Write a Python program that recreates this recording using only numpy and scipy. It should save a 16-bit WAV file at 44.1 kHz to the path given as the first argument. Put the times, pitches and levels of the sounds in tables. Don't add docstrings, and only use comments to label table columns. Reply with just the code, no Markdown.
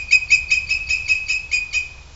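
import sys
import numpy as np
from scipy import signal
from scipy.fft import rfft, irfft, next_fast_len
from scipy.io import wavfile
from scipy.ndimage import map_coordinates

SR = 44100
rng = np.random.default_rng(int(sys.argv[2]) if len(sys.argv) > 2 else 0)


def transcribe(u):
    v = np.clip(np.atleast_2d(u).T, -1, 1)
    q = np.round(v * 32767).astype(np.int16)
    wavfile.write(sys.argv[1], SR, q)


N = 94815

# frequency in Hz, relative level in dB.
HISS_COLOUR = [(150, -19.5), (300, -1.5), (600, -2), (1100, -0.5), (1600, -7), (2500, -5.5), (4000, -6),
               (5500, -5), (7500, -9.5)]
RUMBLE_COLOUR = [(20, -1.5), (38, 1.5), (52, -2.5), (66, 4.5), (90, -4), (112, -10.5), (147, -8.5),
                 (171, -18.5), (221, -22), (330, -40.5), (600, -60)]
# frequency in Hz, seconds to die away by 60 dB.
ECHO_DECAY = [(500, 0.2), (2500, 0.69), (5000, 0.46), (7500, .42)]
# frequency in Hz, relative level in dB.
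ECHO_COLOUR = [(600, -29), (2000, -7), (2550, -2), (3000, -1.5), (3700, -15.5), (4600, -0.5), (5100, -5.5),
               (6200, -2.5), (7100, -7.5), (7600, -4.5)]
# delay in seconds, level in dB against the call.
TRUNK_SLAPS = [(0.013, -8), (0.033, -9), (.056, -15), (.09, -12.5)]
# seconds from the yelp's start, pitch in Hz, relative level in dB.
SQUEAK_PATH = [(-.02, 4400, -12), (-.014, 4600, -1), (-.007, 4720, 0), (-.003, 4550, -7), (0, 3600, -15),
               (.003, 2900, -15)]
RASP_LINES = (1, 2, 3, 5, 6, 7, 9, 10, 11)
# frequency in Hz, gain in dB.
THROAT_COLOUR = [(630, -12), (1260, -11), (1890, -4.5), (2700, -9.5), (2970, 10.5), (3120, 0.5),
                 (3260, -13.5), (3800, 3.5), (4400, -6.5), (5650, 6), (6000, -9), (6330, -2), (6950, 10),
                 (7300, -7.5)]
# frequency in Hz, relative level in dB.
EDGE_COLOUR = [(1200, -29), (2000, -24), (2350, 1.5), (2700, -15), (3000, 1), (3320, -17), (3800, -8),
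               (4150, -19), (4600, -8), (5000, -4.5), (5280, -15.5), (5550, -6), (6000, -11.5), (6800, -6),
               (7600, -12)]
# share of the length, pitch as a ratio of the top pitch,
# then gains of the 4th, 8th and 12th harmonics in dB.
YELP_ARCH = [(0, .87, -27.5, -18, -25.5), (0.082, .885, -10, -6, -6), (0.201, .925, -14.5, -9.5, -9.5),
             (0.292, .975, -5.5, -8, -13), (0.402, .997, 0.5, -1, -13.5), (0.598, 1.002, -3, -1, -1.5),
             (.75, .997, -1.5, -1, -6), (.87, .975, -3, -6, -1), (1, .92, -14, -17.5, -6)]
# start in seconds, top pitch in Hz, length in seconds, base levels in dB
# of the 4th, 8th and 12th harmonics and the rasp, rasp tilt in dB per octave, echo in dB, squeak in dB.
YELP_CUES = [(-.09, 624.4, 0.057, -12, -24.5, -30.5, -41, -3, -21.5, -48),
             (0.108, 630.5, .057, -9, -21, -25.5, -41, 2, -20, -40),
             (.302, 632.5, 0.06, -8.5, -22.5, -25.5, -40, 1, -17.5, -37.5),
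             (.503, 633.8, 0.046, -11, -23.5, -27.5, -39.5, 0, -17.5, -38),
             (0.689, 643.8, 0.058, -15.5, -25.5, -34.5, -45, -1.5, -19, -36),
             (.887, 639.7, 0.054, -17, -26.5, -32.5, -42.5, 0, -21, -37),
             (1.078, 641.4, 0.053, -15.5, -27, -32, -43, -0.5, -18, -37.5),
             (1.281, 641.7, 0.0566, -17.5, -26.5, -30.5, -43, 0, -20.5, -40),
             (1.513, 621.2, 0.056, -15.5, -27.5, -31, -44, 0.5, -22, -52),
             (1.726, 627.2, 0.065, -18, -29, -36.5, -41, -0.5, -26, -45.5)]

SNAP_S, RELEASE_S = 0.00067, 0.0055


def amp(db):
    return 10 ** (np.asarray(db) / 20)


def along(points, hz):
    freqs, values = np.transpose(points)
    return np.interp(np.log(hz + 1), np.log(freqs + 1), values)


def wobble(rate, size):
    return map_coordinates(rng.standard_normal(size // 8), [np.arange(size) * rate / SR], mode="wrap")


def filtered(x, response):
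    size = next_fast_len(len(x) + 8192)
    return irfft(rfft(x, size) * response(np.fft.rfftfreq(size, 1 / SR)), size)[:len(x)]


def noise(colour, size):
    x = filtered(rng.standard_normal(size), lambda hz: amp(along(colour, hz)))
    return x / np.sqrt(np.mean(x ** 2) + 1e-20)


def add(track, sound, start_s):
    i = round(start_s * SR)
    part = sound[max(-i, 0):len(track) - i]
    track[max(i, 0):][:len(part)] += part


def air(hiss_db=-46.5, rumble_db=-38, fall_db_per_s=2, swell_db=0.7):
    rumble_gain = amp(rumble_db - fall_db_per_s * np.arange(N) / SR + swell_db * wobble(2.2, N))
    return amp(hiss_db) * noise(HISS_COLOUR, N) + rumble_gain * noise(RUMBLE_COLOUR, N)


def forest_echo(call, predelay_s=.011, near_t60_s=0.12, bark_hz=3400, scatter_s=.0015):
    hz, frame_s, bands = signal.stft(noise(ECHO_COLOUR, SR), SR, nperseg=256)
    decay = amp(-60 * frame_s / along(ECHO_DECAY, hz)[:, None])
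    far_tail = signal.istft(bands * decay, SR, nperseg=256)[1]
    t = np.arange(len(far_tail)) / SR
    near_tail = noise(ECHO_COLOUR, len(t)) * amp(-60 * t / near_t60_s)
    fade_in = np.clip(t / predelay_s - 1, 0, 1)
    far, near = (signal.fftconvolve(call, tail * fade_in) for tail in (far_tail, near_tail))
    echo = np.linalg.norm(call) * (far / np.linalg.norm(far) + near / np.linalg.norm(near))
    slap = filtered(call, lambda f: 1 / np.sqrt(1 + (f / bark_hz) ** 8))
    for delay_s, db in TRUNK_SLAPS:
        add(echo, amp(db) * slap, delay_s + scatter_s * rng.standard_normal())
    return echo


def squeak():
    times, hz, db = np.transpose(SQUEAK_PATH)
    t = times[0] + np.arange(SR // 30) / SR
    roughness = np.interp(t, [-.008, 0], [.015, .09])
    pitch = np.interp(t, times, hz) * (1 + roughness * wobble(1400, len(t)))
    level_db = np.interp(t, times, db) + 3 * wobble(600, len(t))
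    gate = np.clip((times[-1] - t) / SNAP_S, 0, 1)
    return np.sqrt(2) * gate * amp(level_db) * np.sin(2 * np.pi * np.cumsum(pitch) / SR)


def yelp(top_hz, length_s, h4_db, h8_db, h12_db, rasp_db, tilt_db):
    t = np.arange(SR // 12) / SR
    progress = t / length_s
    share, *curves = np.transpose(YELP_ARCH)
    bend, arch4_db, arch8_db, arch12_db = (np.interp(progress, share, curve) for curve in curves)
    hz = top_hz * bend * (1 + .004 * wobble(450, len(t)))
    phase = 2 * np.pi * np.cumsum(hz) / SR

    def harmonic(k, db, flutter_db=1.5):
        gain = np.sqrt(2) * amp(db + flutter_db * wobble(212.6, len(t)))
        return gain * np.sin(k * phase + rng.uniform(0, 2 * np.pi))

    rolloff_db = 0.1 * np.maximum(12 * hz - 7494, 0)
    clear = harmonic(4, h4_db + arch4_db) + harmonic(8, h8_db + arch8_db)
    clear += harmonic(12, h12_db + arch12_db - rolloff_db)
    rasp = sum(harmonic(k, rasp_db + along(THROAT_COLOUR, k * hz) + tilt_db * np.log2(k / 4))
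               for k in RASP_LINES)
    rasp *= amp(np.interp(progress, [.1, .25, .51, 1], [-14, 0, 0, -22.5]))
    edge_peak, edge_width = 0.18, 0.15
    edge = noise(EDGE_COLOUR, len(t)) * amp(rasp_db + 15)
    edge *= np.clip(progress / edge_peak, 0, 1) / (1 + ((progress - edge_peak) / edge_width) ** 2)
    gate = np.clip(t / SNAP_S, 0, 1) * np.clip(1 - (t - length_s) / RELEASE_S, 0, 1)
    return gate * (clear + rasp + edge)


def hawk():
    track = np.zeros(N)
    for start_s, top_hz, length_s, h4_db, h8_db, h12_db, rasp_db, tilt_db, echo_db, squeak_db in YELP_CUES:
        call = yelp(top_hz, length_s, h4_db, h8_db, h12_db, rasp_db, tilt_db)
        add(track, call, start_s)
        echo_send = amp(echo_db - h4_db)
        add(track, echo_send * forest_echo(call), start_s)
        add(track, amp(squeak_db) * squeak(), start_s + SQUEAK_PATH[0][0])
    return track


def scene():
    return (hawk() + air())[None]


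def record(dry, top_hz=7540):
    return np.array([filtered(x, lambda hz: 1 / np.sqrt(1 + (hz / top_hz) ** 240)) for x in dry])


dry = scene()
out = record(dry)
transcribe(out)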